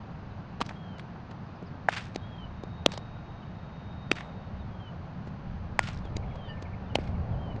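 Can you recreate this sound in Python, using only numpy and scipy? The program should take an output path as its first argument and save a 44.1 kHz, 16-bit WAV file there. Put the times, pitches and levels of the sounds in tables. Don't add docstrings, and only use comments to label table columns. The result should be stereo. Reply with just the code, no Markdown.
import sys
import numpy as np
from scipy import signal
from scipy.fft import rfft, irfft
from scipy.io import wavfile
from scipy.ndimage import uniform_filter1d

SR = 44100
rng = np.random.default_rng(int(sys.argv[2]) if len(sys.argv) > 2 else 0)


def unload_wav(signal):
    wavfile.write(
        sys.argv[1],
        SR,
        np.round(np.clip(np.atleast_2d(signal).T, -1, 1) * 32767).astype(np.int16),
    )


N = 335160
TIME = np.arange(N) / SR
PORT_LAG_S = 0.000454


def from_db(db):
    return 10 ** (np.asarray(db) / 20)


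def rms_one(x):
    return x / np.sqrt(np.mean(x ** 2) + 1e-20)


def in_time(rows, start=0):
    times, *columns = np.transpose(rows)
    return [np.interp(TIME - start, times, column) for column in columns]


def panned(x, pan_db):
    return np.array([x * from_db(pan_db / 2), x * from_db(-pan_db / 2)])


def lagged(pair, lag_s):
    return np.array([np.interp(TIME - lag_s, TIME, pair[0]), pair[1]])


def colour_gain(spectrum, size, **beyond):
    hz, db = np.transpose(spectrum)
    bins = np.fft.rfftfreq(size, 1 / SR) + 1
    return from_db(np.interp(np.log(bins), np.log(hz), db, **beyond))


def noise(spectrum, channels=1):
    white = rfft(rng.standard_normal((channels, N)))
    return rms_one(irfft(white * colour_gain(spectrum, N, right=-110), N))


def drift(rate):
    knots = rng.standard_normal(4096)
    return np.interp(TIME * rate, np.arange(len(knots)), knots)


def resonate(x, hz, width_hz):
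    radius = np.exp(-np.pi * width_hz / SR)
    zeros = (1 - radius * radius) / 2 * np.array([1, 0, -1])
    poles = [1, -2 * radius * np.cos(2 * np.pi * hz / SR), radius * radius]
    return signal.lfilter(zeros, poles, x)


def cut(x, hz, kind, order=2):
    return signal.sosfilt(signal.butter(order, min(hz, .45 * SR), kind, fs=SR, output="sos"), x)


def knock(s, hz, db, damping):
    click = signal.unit_impulse(2048)
    ring = resonate(resonate(click, hz, damping * hz), hz, damping * hz)
    return from_db(db) * np.pad(ring, (round(s * SR), N))[:N]


def contact(s, length_s, rise):
    t = (TIME - s) / length_s
    return np.exp(-np.minimum(np.maximum(t, -t / rise), 60))


def spatter(s, spectrum, length_s, rise, size=4096):
    start = round(s * SR) - size // 4
    envelope = np.pad(contact(s, length_s, rise), (0, size))[start:start + size]
    burst = rfft(rng.standard_normal(size) * envelope)
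    evened = burst / np.sqrt(uniform_filter1d(abs(burst) ** 2, size=120) + 1e-20)
    grains = irfft(colour_gain(spectrum, size) * evened, size)
    return np.pad(grains, (start, N))[:N]


def tone(hz, waver):
    trembling_hz = hz * (1 + waver * drift(180))
    return np.sqrt(2) * np.sin(2 * np.pi * np.cumsum(trembling_hz) / SR)


# (frequency [Hz], relative density [dB per Hz])
TURBULENCE_COLOUR = [(15, -9), (30, -11), (55, -2), (90, 3), (140, -4.5), (220, -16), (400, -37),
                     (900, -46.5)]
# (time [s], strength before WIND_DB [dB], left over right [dB])
GUST_CURVE = [(0.0, -45.5, -8), (0.85, -44, -3), (1.25, -47, -3), (1.7, -44, 5.5), (2.15, -46.5, 9),
              (2.7, -41.5, 9), (3.0, -42, -3), (4.1, -43.5, -7), (4.6, -38.5, 2.5), (5.2, -42.5, -1),
              (5.38, -40, -1), (5.5, -33, 10), (5.72, -37.5, 9), (5.9, -34.5, 8), (6.4, -37.5, 9),
              (7.3, -35, 12), (7.6, -35.5, 3)]
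# (time [s], level [dB])
TREE_WIND_CURVE = [(0, -71), (4.0, -65), (4.25, -46.5), (4.6, -57.5), (5.8, -66.5), (6.2, -46.5),
                   (6.75, -50.5), (7.25, -44), (7.6, -44.5)]
# (frequency [Hz], relative density [dB per Hz])
TREE_RUSH_COLOUR = [(150, -20), (300, -14.5), (450, -3.5), (600, -1), (850, -7), (1400, -19.5),
                    (3000, -33.5)]
WIND_DB = -3
EDDIES_FROM_DB = -32


def wind():
    gust_db, pan_db = in_time(GUST_CURVE)
    lumps = from_db(3.3 * np.array([drift(19), drift(6.9)]))
    deep = rms_one(cut(noise(TURBULENCE_COLOUR, channels=2), 50, "low"))
    eddies = from_db(1.1 * (gust_db - EDDIES_FROM_DB)) * deep
    turbulence = noise(TURBULENCE_COLOUR, channels=2)
    buffet = (turbulence + eddies) * lumps * panned(from_db(gust_db + WIND_DB), pan_db)
    rush = from_db(in_time(TREE_WIND_CURVE)[0]) * noise(TREE_RUSH_COLOUR, channels=2)
    return buffet + rush


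# (time [s], level before HUM_DB [dB])
HUM_CURVE = [(0.0, -47.5), (4.82, -47), (5.78, -45), (6.52, -48), (7.17, -42.5), (7.6, -44)]
# (frequency [Hz], relative density [dB per Hz])
HUM_COLOUR = [(40, -26.5), (70, -13), (97, -1), (125, -3), (150, -3), (185, -1), (230, -9), (300, -16.5),
              (450, -25.5), (900, -29)]
# (frequency [Hz], relative density [dB per Hz])
WASH_COLOUR = [(150, 0), (300, -3), (500, -1.5), (780, 3.5), (1100, 0.5), (1500, -4), (2100, -15),
               (3000, -15.5), (4300, -22.5), (6000, -29.5), (7200, -42.5), (9000, -76.5)]
HUM_DB, WASH_DB = 3, -50


def distance():
    shared_hum = panned(noise(HUM_COLOUR)[0], -1.2)
    diffuse_hum = from_db(-3.5) * noise(HUM_COLOUR, channels=2)
    hum = from_db(in_time(HUM_CURVE)[0] + HUM_DB) * (shared_hum + diffuse_hum)
    road = lagged(panned(noise(WASH_COLOUR)[0], -1.3), PORT_LAG_S)
    diffuse_wash = from_db(1.5) * noise(WASH_COLOUR, channels=2)
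    return hum + from_db(WASH_DB) * (road + diffuse_wash)


def glide(rows, waver, start=0):
    hz, db = in_time(rows, start)
    sounding = (TIME > start + rows[0][0]) * (TIME < start + rows[-1][0])
    return sounding * from_db(db) * tone(hz, waver)


WHISTLE_BEND, WHISTLE_FADE_S = 1.7, 0.04


def whistle(s, length_s, crest_hz, crest, fall_hz, db, swell_db):
    along = np.clip((TIME - s) / length_s, 0, 1)
    hz = crest_hz - fall_hz * abs((along - crest) / (1 - crest)) ** WHISTLE_BEND
    fade = np.minimum(np.minimum(along, 1 - along) * length_s / WHISTLE_FADE_S, 1)
    level_db = db + swell_db * (along - 1) + 1.9 * drift(70)
    return fade * from_db(level_db) * tone(hz, waver=0.0068)


def through_trees(x, wet_db, t60_s):
    size = SR // 2
    paths = rng.standard_normal((2, size)) * from_db(-60 * TIME[:size] / t60_s)
    response = rms_one(paths) / np.sqrt(size)
    return x + from_db(wet_db) * signal.fftconvolve(x, response, axes=1)[:, :N]


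# (time [s], length [s], start pitch [Hz], end pitch [Hz],
# level before the trees [dB], left over right [dB])
FALLING_NOTES = [(0.292, 0.041, 4170, 3630, -69, -4), (1.447, 0.035, 5530, 4450, -75, 7),
                 (1.548, 0.037, 5570, 4420, -71, 10), (1.655, 0.037, 5500, 4180, -67, 8),
                 (3.419, 0.025, 3220, 2850, -64, -11.5), (4.587, 0.042, 3880, 3560, -63, 7),
                 (6.033, 0.06, 3730, 2950, -63, 10.5), (6.414, 0.1, 4000, 3140, -65, 8),
                 (6.843, 0.06, 3800, 3400, -71, 9), (6.891, 0.044, 3100, 2730, -60, 11),
                 (7.31, 0.058, 3530, 2750, -67, 9)]
# (time [s], length [s], crest pitch [Hz], crest place [share of length],
# pitch fall [Hz], level near the end before far gain and trees [dB], swell [dB])
LONG_WHISTLES = [(0.713, .3, 3285, 0.3, 460, -66, 0), (2.182, 0.295, 3310, 0.36, 470, -58, 9),
                 (4.68, 0.235, 3330, 0.049, 440, -57, 16), (6.243, .31, 3330, 0.17, 500, -54, 19),
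                 (7.364, 0.2, 3203, 0.13, 402, -61.5, 5)]
# (time [s], pitch [Hz], level before flutter [dB])
FAR_TRILL = [(2.1, 3745, -82), (2.2, 3750, -69), (2.42, 3740, -82), (2.55, 3740, -71), (2.85, 3760, -64),
             (3.2, 3760, -70), (3.6, 3730, -72), (4.0, 3730, -66), (4.25, 3730, -64.5), (4.6, 3715, -82)]
# (time from its start [s], pitch [Hz], relative level [dB])
PEEP_PATH = [(0, 2550, -10), (.007, 2310, 5), (.016, 2075, 1.5), (.0195, 2260, 3), (.023, 2780, -8)]
# (time [s], gain on the peep before the trees [dB])
PEEP_CALLS = [(6.152, -59.5), (6.225, -58.5), (6.306, -60), (6.571, -58.5), (6.649, -57.5), (6.729, -56.5),
              (6.987, -59), (7.065, -59.5), (7.146, -61), (7.506, -64)]


def birds():
    far = panned(sum(whistle(*call) for call in LONG_WHISTLES), -17.5)
    peeps = sum(from_db(db) * glide(PEEP_PATH, waver=0.0068, start=s) for s, db in PEEP_CALLS)
    near = panned(peeps, 3.6)
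    for s, length_s, start_hz, end_hz, db, pan_db in FALLING_NOTES:
        along = np.clip((TIME - s) / length_s, 0, 1)
        falling = tone(start_hz + (end_hz - start_hz) * along, waver=0.009)
        near += panned(from_db(db) * np.sin(np.pi * along) * falling, pan_db)
    trill = glide(FAR_TRILL, waver=.004) * from_db(3.5 * drift(130))
    blurred_far = from_db(-2.5) * through_trees(far, wet_db=-5.5, t60_s=0.16)
    return blurred_far + through_trees(near, wet_db=-6.5, t60_s=0.16) + trill


# (time [s], thud drive [dB], grit gain [dB], grit tilt about 2 kHz [dB per octave],
# grit decay to 1/e [s], left over right [dB])
THUDS_AND_GRIT = [(0.606, 3.5, -12, -4, 0.0018, 11), (0.9835, -14, -25, -2, 0.0015, 8),
                  (1.313, -18, -26, -4, 0.0037, 16), (1.627, 1.5, -41, 2, 0.0036, 12.5),
                  (2.148, -6, -24, 0, 0.0015, 9), (2.16, 10.5, -12.5, 0.5, 0.0012, 13),
                  (2.637, 6, -27.5, -0.5, 0.002, 13.5), (5.274, 0, -32, -0.5, 0.008, 13.5),
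                  (6.054, -0.5, -28.5, -2.5, 0.0041, 13), (6.1676, 9.5, -16, 4.5, 0.0015, 9),
                  (6.357, -15, -29.5, -2.5, 0.004, 17), (6.625, 1.5, -25.5, 1.5, 0.0031, 14.5),
                  (6.987, 15, -41, -3, 0.0023, 8), (7.563, 7, -23, -7, 0.002, 1)]
# (frequency [Hz], relative density [dB per Hz])
GRIT_COLOUR = [(300, 1.5), (800, 16.5), (1600, 4), (2400, 5.5), (4000, 6), (7000, -3.5), (9000, -21),
               (12000, -50)]


def clay():
    out = 0
    for s, thud_db, grit_db, tilt_db, grit_s, pan_db in THUDS_AND_GRIT:
        colour = [(hz, db + grit_db + tilt_db * np.log2(hz / 2000)) for hz, db in GRIT_COLOUR]
        thud = knock(s, 283, thud_db, damping=1.38)
        grit = spatter(s + 0.0011, colour, grit_s, rise=0.88)
        out = out + panned(thud + grit, pan_db)
    return lagged(out, -PORT_LAG_S)


# (time [s], palm thump [Hz], thump drive [dB],
# pocket [Hz], pocket drive [dB], crack [Hz], crack drive [dB], crack damping [width over pitch],
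# slap gain [dB], slap decay to 1/e [s], left over right [dB], scatter gain [dB])
GLOVE_HITS = [(0.6135, 225, 12.5, 1070, 12.5, 2800, 1, 0.3, -4, 0.0024, 11, -49),
              (0.6178, 248, 4, 1060, 11, 2900, 2, 0.36, -10.5, 0.002, 8, -57),
              (0.996, 250, -16, 1700, -7, 2900, -10.5, 0.33, -19.5, 0.0056, -6, -69),
              (2.8617, 253, 23.5, 560, 26, 3250, 20.5, 0.55, 10, 0.0011, 5, -48),
              (4.115, 290, 20.5, 1450, 8, 2530, 20, 0.28, 2.5, 0.0013, 11, -45),
              (6.955, 193.5, 17.5, 610, 20.5, 2650, 15, 0.42, 3, 0.0021, 7.5, -47.5)]
# (frequency [Hz], relative density [dB per Hz])
LEATHER_COLOUR = [(200, -13), (500, -3), (850, 5), (1500, 0.5), (2600, 1), (4300, 3), (6000, -3.5),
                  (8000, -10), (10000, -19), (15000, -50)]
CRACK_DELAY_S, SLAP_DELAY_S = .0005, .001


def gloves():
    out = 0
    for (s, thump_hz, thump_db, pocket_hz, pocket_db, crack_hz, crack_db, damping,
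         slap_db, slap_s, pan_db, _) in GLOVE_HITS:
        thump = knock(s, thump_hz, thump_db, damping=0.91)
        pocket = knock(s, pocket_hz, pocket_db, damping=0.55)
        crack = knock(s + CRACK_DELAY_S, crack_hz, crack_db, damping)
        slap = from_db(slap_db) * spatter(s + SLAP_DELAY_S, LEATHER_COLOUR, slap_s, rise=0.8)
        out = out + panned(thump - pocket + crack + slap, pan_db)
    return lagged(out, .00007)


# (delay [s], relative level [dB], decay to 1/e [s])
SCATTER_PATHS = [(.004, -6, 0.015), (0.04, -6, 0.033), (.081, -4, 0.023), (.125, -17, 0.055)]
# (frequency [Hz], relative density [dB per Hz])
SCATTER_COLOUR = [(300, -17), (700, 0), (1500, 7.5), (2600, 5.5), (4500, -3.5), (6500, -10), (9000, -21),
                  (11500, -52)]
SCATTER_RISE, SCATTER_GRAIN_DB = 0.18, 3


def scatter():
    spray = noise(SCATTER_COLOUR, channels=2) * from_db(SCATTER_GRAIN_DB * drift(300))
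    power = 0
    for s, *_, scatter_db in BAT_HITS + GLOVE_HITS:
        for delay_s, db, decay_s in SCATTER_PATHS:
            envelope = contact(s + delay_s, decay_s, SCATTER_RISE)
            power = power + (from_db(scatter_db + db) * envelope) ** 2
    return spray * np.sqrt(power)


# (time [s], low [dB], middle [dB], treble [dB], smear, decay to 1/e [s], left over right [dB])
SLAP_AND_ECHOES = [(0.6255, -12, -13, -21, 0.0016, 6), (0.6646, -10.5, -25, -16, 0.0018, -7),
                   (0.6928, -8, -4.5, -19, 0.0034, 9), (0.7095, 2.5, -9.5, -34, 0.0062, -2),
                   (1.9275, -6, -3, -16, 0.0027, -12), (1.936, -11, -2, -14, 0.0027, -6),
                   (1.951, -16.0, -11.0, -15.5, 0.0018, -4), (1.9669, -10, -5, -16, 0.003, 3),
                   (1.975, -13.0, -10, -17, 0.0033, 2), (1.982, -9, -6.5, -15, 0.0018, 4),
                   (2.888, 2, -22, -34, 0.0036, -6), (2.897, -14, -26, -30.5, 0.0018, 0),
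                   (2.92, -6, -10, -12, 0.002, -10), (2.927, -9.5, -22, -17, 0.0019, -5),
                   (2.938, 4, -11, -16, 0.0053, 0), (2.977, 7, -12, -10, 0.0019, -6),
                   (4.128, -7.0, -14.5, -21, 0.0018, 2), (4.132, -16.5, -17, -21.5, 0.0018, 4),
                   (4.1568, -14, -9.0, -22, 0.0018, 9), (4.166, -3, -9, -20.0, 0.0048, -2),
                   (4.1755, -16.0, -9.5, -30, 0.0018, -6), (4.185, -16, -3, -25, 0.0018, 9),
                   (4.2087, -5, -2.0, -24, 0.0018, -3), (5.8312, -13, -14, -18, 0.0019, -2),
                   (5.8392, -6.5, -13, -18.0, 0.0018, -5), (5.857, -18, -17.0, -23.5, 0.0018, -3),
                   (5.8758, -16.5, -9, -19, 0.002, 6), (5.8875, 0, -11, -13.5, 0.002, 6),
                   (7.01, -13.5, -30, -38, 0.0018, -2), (7.076, -11, -14.5, -30.5, 0.006, -3)]


def echoes():
    out = 0
    for s, low_db, middle_db, treble_db, smear_s, pan_db in SLAP_AND_ECHOES:
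        colour = [(200, low_db - 14.5), (700, low_db - 2), (1800, middle_db),
                  (4800, treble_db), (7500, treble_db - 10), (12000, treble_db - 44.5)]
        out = out + panned(spatter(s, colour, smear_s, rise=0.55), pan_db)
    return out


# (time [s], level before unevenness [dB],
# decay to 1/e [s], centre [Hz], left over right [dB])
FENCE_CRACKLES = [(0.658, -57, 0.027, 5000, 1), (1.937, -43, 0.02, 2700, -5),
                  (1.979, -45.5, 0.027, 2490, 4), (2.934, -43.5, 0.017, 3900, 1),
                  (4.172, -41.5, 0.02, 2000, -6), (4.215, -48, 0.016, 2000, -8),
                  (4.187, -55, 0.013, 6460, 6), (5.882, -46, 0.02, 2200, 1), (7.015, -58, 0.027, 4000, 3),
                  (7.075, -58, 0.012, 4000, 3)]
CRACKLE_WIDTH, CRACKLE_RISE = 0.62, 0.4
CRACKLE_GRAIN_DB = 4
POST_DELAY_S, POST_STEP_S = 0.14, .0142


def fences():
    out = 0
    uneven = rng.standard_normal((2, N)) * from_db(CRACKLE_GRAIN_DB * drift(450))
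    grains = cut(uneven, 5800, "low", order=6)
    for s, db, decay_s, hz, pan_db in FENCE_CRACKLES:
        width_hz = CRACKLE_WIDTH * hz
        colour = rms_one(resonate(resonate(grains, hz, width_hz), hz, width_hz))
        out = out + colour * panned(from_db(db) * contact(s, decay_s, CRACKLE_RISE), pan_db)
    ticks = 0
    for s, *_, post_db, _, _ in BAT_HITS:
        for post in range(5):
            tick_s = s + POST_DELAY_S + POST_STEP_S * post
            ticks = ticks + from_db(post_db) * contact(tick_s, 0.0018, rise=.5)
    return out + panned(ticks * rms_one(cut(grains[0], 3300, "high")), 14)


# (time [s], low mode [Hz], low drive [dB], high mode [Hz], high drive [dB],
# low mode damping [width over pitch], snap gain [dB], snap delay [s], barrel ring [dB],
# fence post ticks [dB], left over right [dB], scatter gain [dB])
BAT_HITS = [(1.8863, 732, 26, 1646, 25, 0.44, -11.5, .0028, -56, -51.5, 2.5, -28.5),
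            (5.7920, 865, 21.5, 1730, 22.5, 0.98, 1, .0008, -38.5, -54, 7.5, -33.5)]
# (frequency [Hz], relative density [dB per Hz])
SNAP_COLOUR = [(1500, -20), (3000, 1), (4500, 5), (6000, -5), (7500, -2.5), (10000, -13), (15000, -28)]
BARREL_HZ, BARREL_T60_S = 1420, 0.31


def bats():
    out = 0
    for (s, low_hz, low_db, high_hz, high_db, damping, snap_db, snap_delay_s,
         ring_db, _, pan_db, _) in BAT_HITS:
        body = knock(s, low_hz, low_db, damping) + knock(s, high_hz, high_db, .7 * damping)
        banded_body = cut(cut(body, 300, "high"), 2930, "low")
        snap = from_db(snap_db) * spatter(s + snap_delay_s, SNAP_COLOUR, 0.00066, rise=0.23)
        age = np.maximum(TIME - s, 0)
        decay_db = np.minimum(60 * age / BARREL_T60_S, 200)
        ring = from_db(ring_db - decay_db) * np.sin(2 * np.pi * BARREL_HZ * age)
        out = out + panned(banded_body + snap + ring, pan_db)
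    return lagged(out, -0.00013)


# (pitch [Hz], level [dB], decay to 1/e [s], left over right [dB])
PING_AND_WHISTLE_TAIL = [(1810, -52.5, 0.03, 16.5), (1780, -61, 0.23, 20), (2840, -61, .025, -22),
                         (4700, -61, .016, 11)]
PING_S, PING_RISE_S = 6.497, 0.011


def ping():
    out = 0
    for hz, db, decay_s, pan_db in PING_AND_WHISTLE_TAIL:
        envelope = contact(PING_S, decay_s, rise=PING_RISE_S / decay_s)
        out = out + panned(from_db(db) * envelope * tone(hz, waver=0.008), pan_db)
    return out


def scene():
    background = wind() + distance() + birds()
    hits = clay() + gloves() + bats() + ping()
    returns = scatter() + echoes() + fences()
    return background + hits + returns


TREBLE_HZ, CUTOFF_HZ = 11500, 16100


def record(dry):
    edge_fade = np.minimum(np.minimum(TIME, TIME[-1] - TIME) / .004, 1)
    dulled = cut(np.clip(dry * edge_fade, -1, 1), TREBLE_HZ, "low")
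    return signal.sosfilt(signal.cheby2(12, 60, CUTOFF_HZ, fs=SR, output="sos"), dulled)


dry = scene()
out = record(dry)
unload_wav(out)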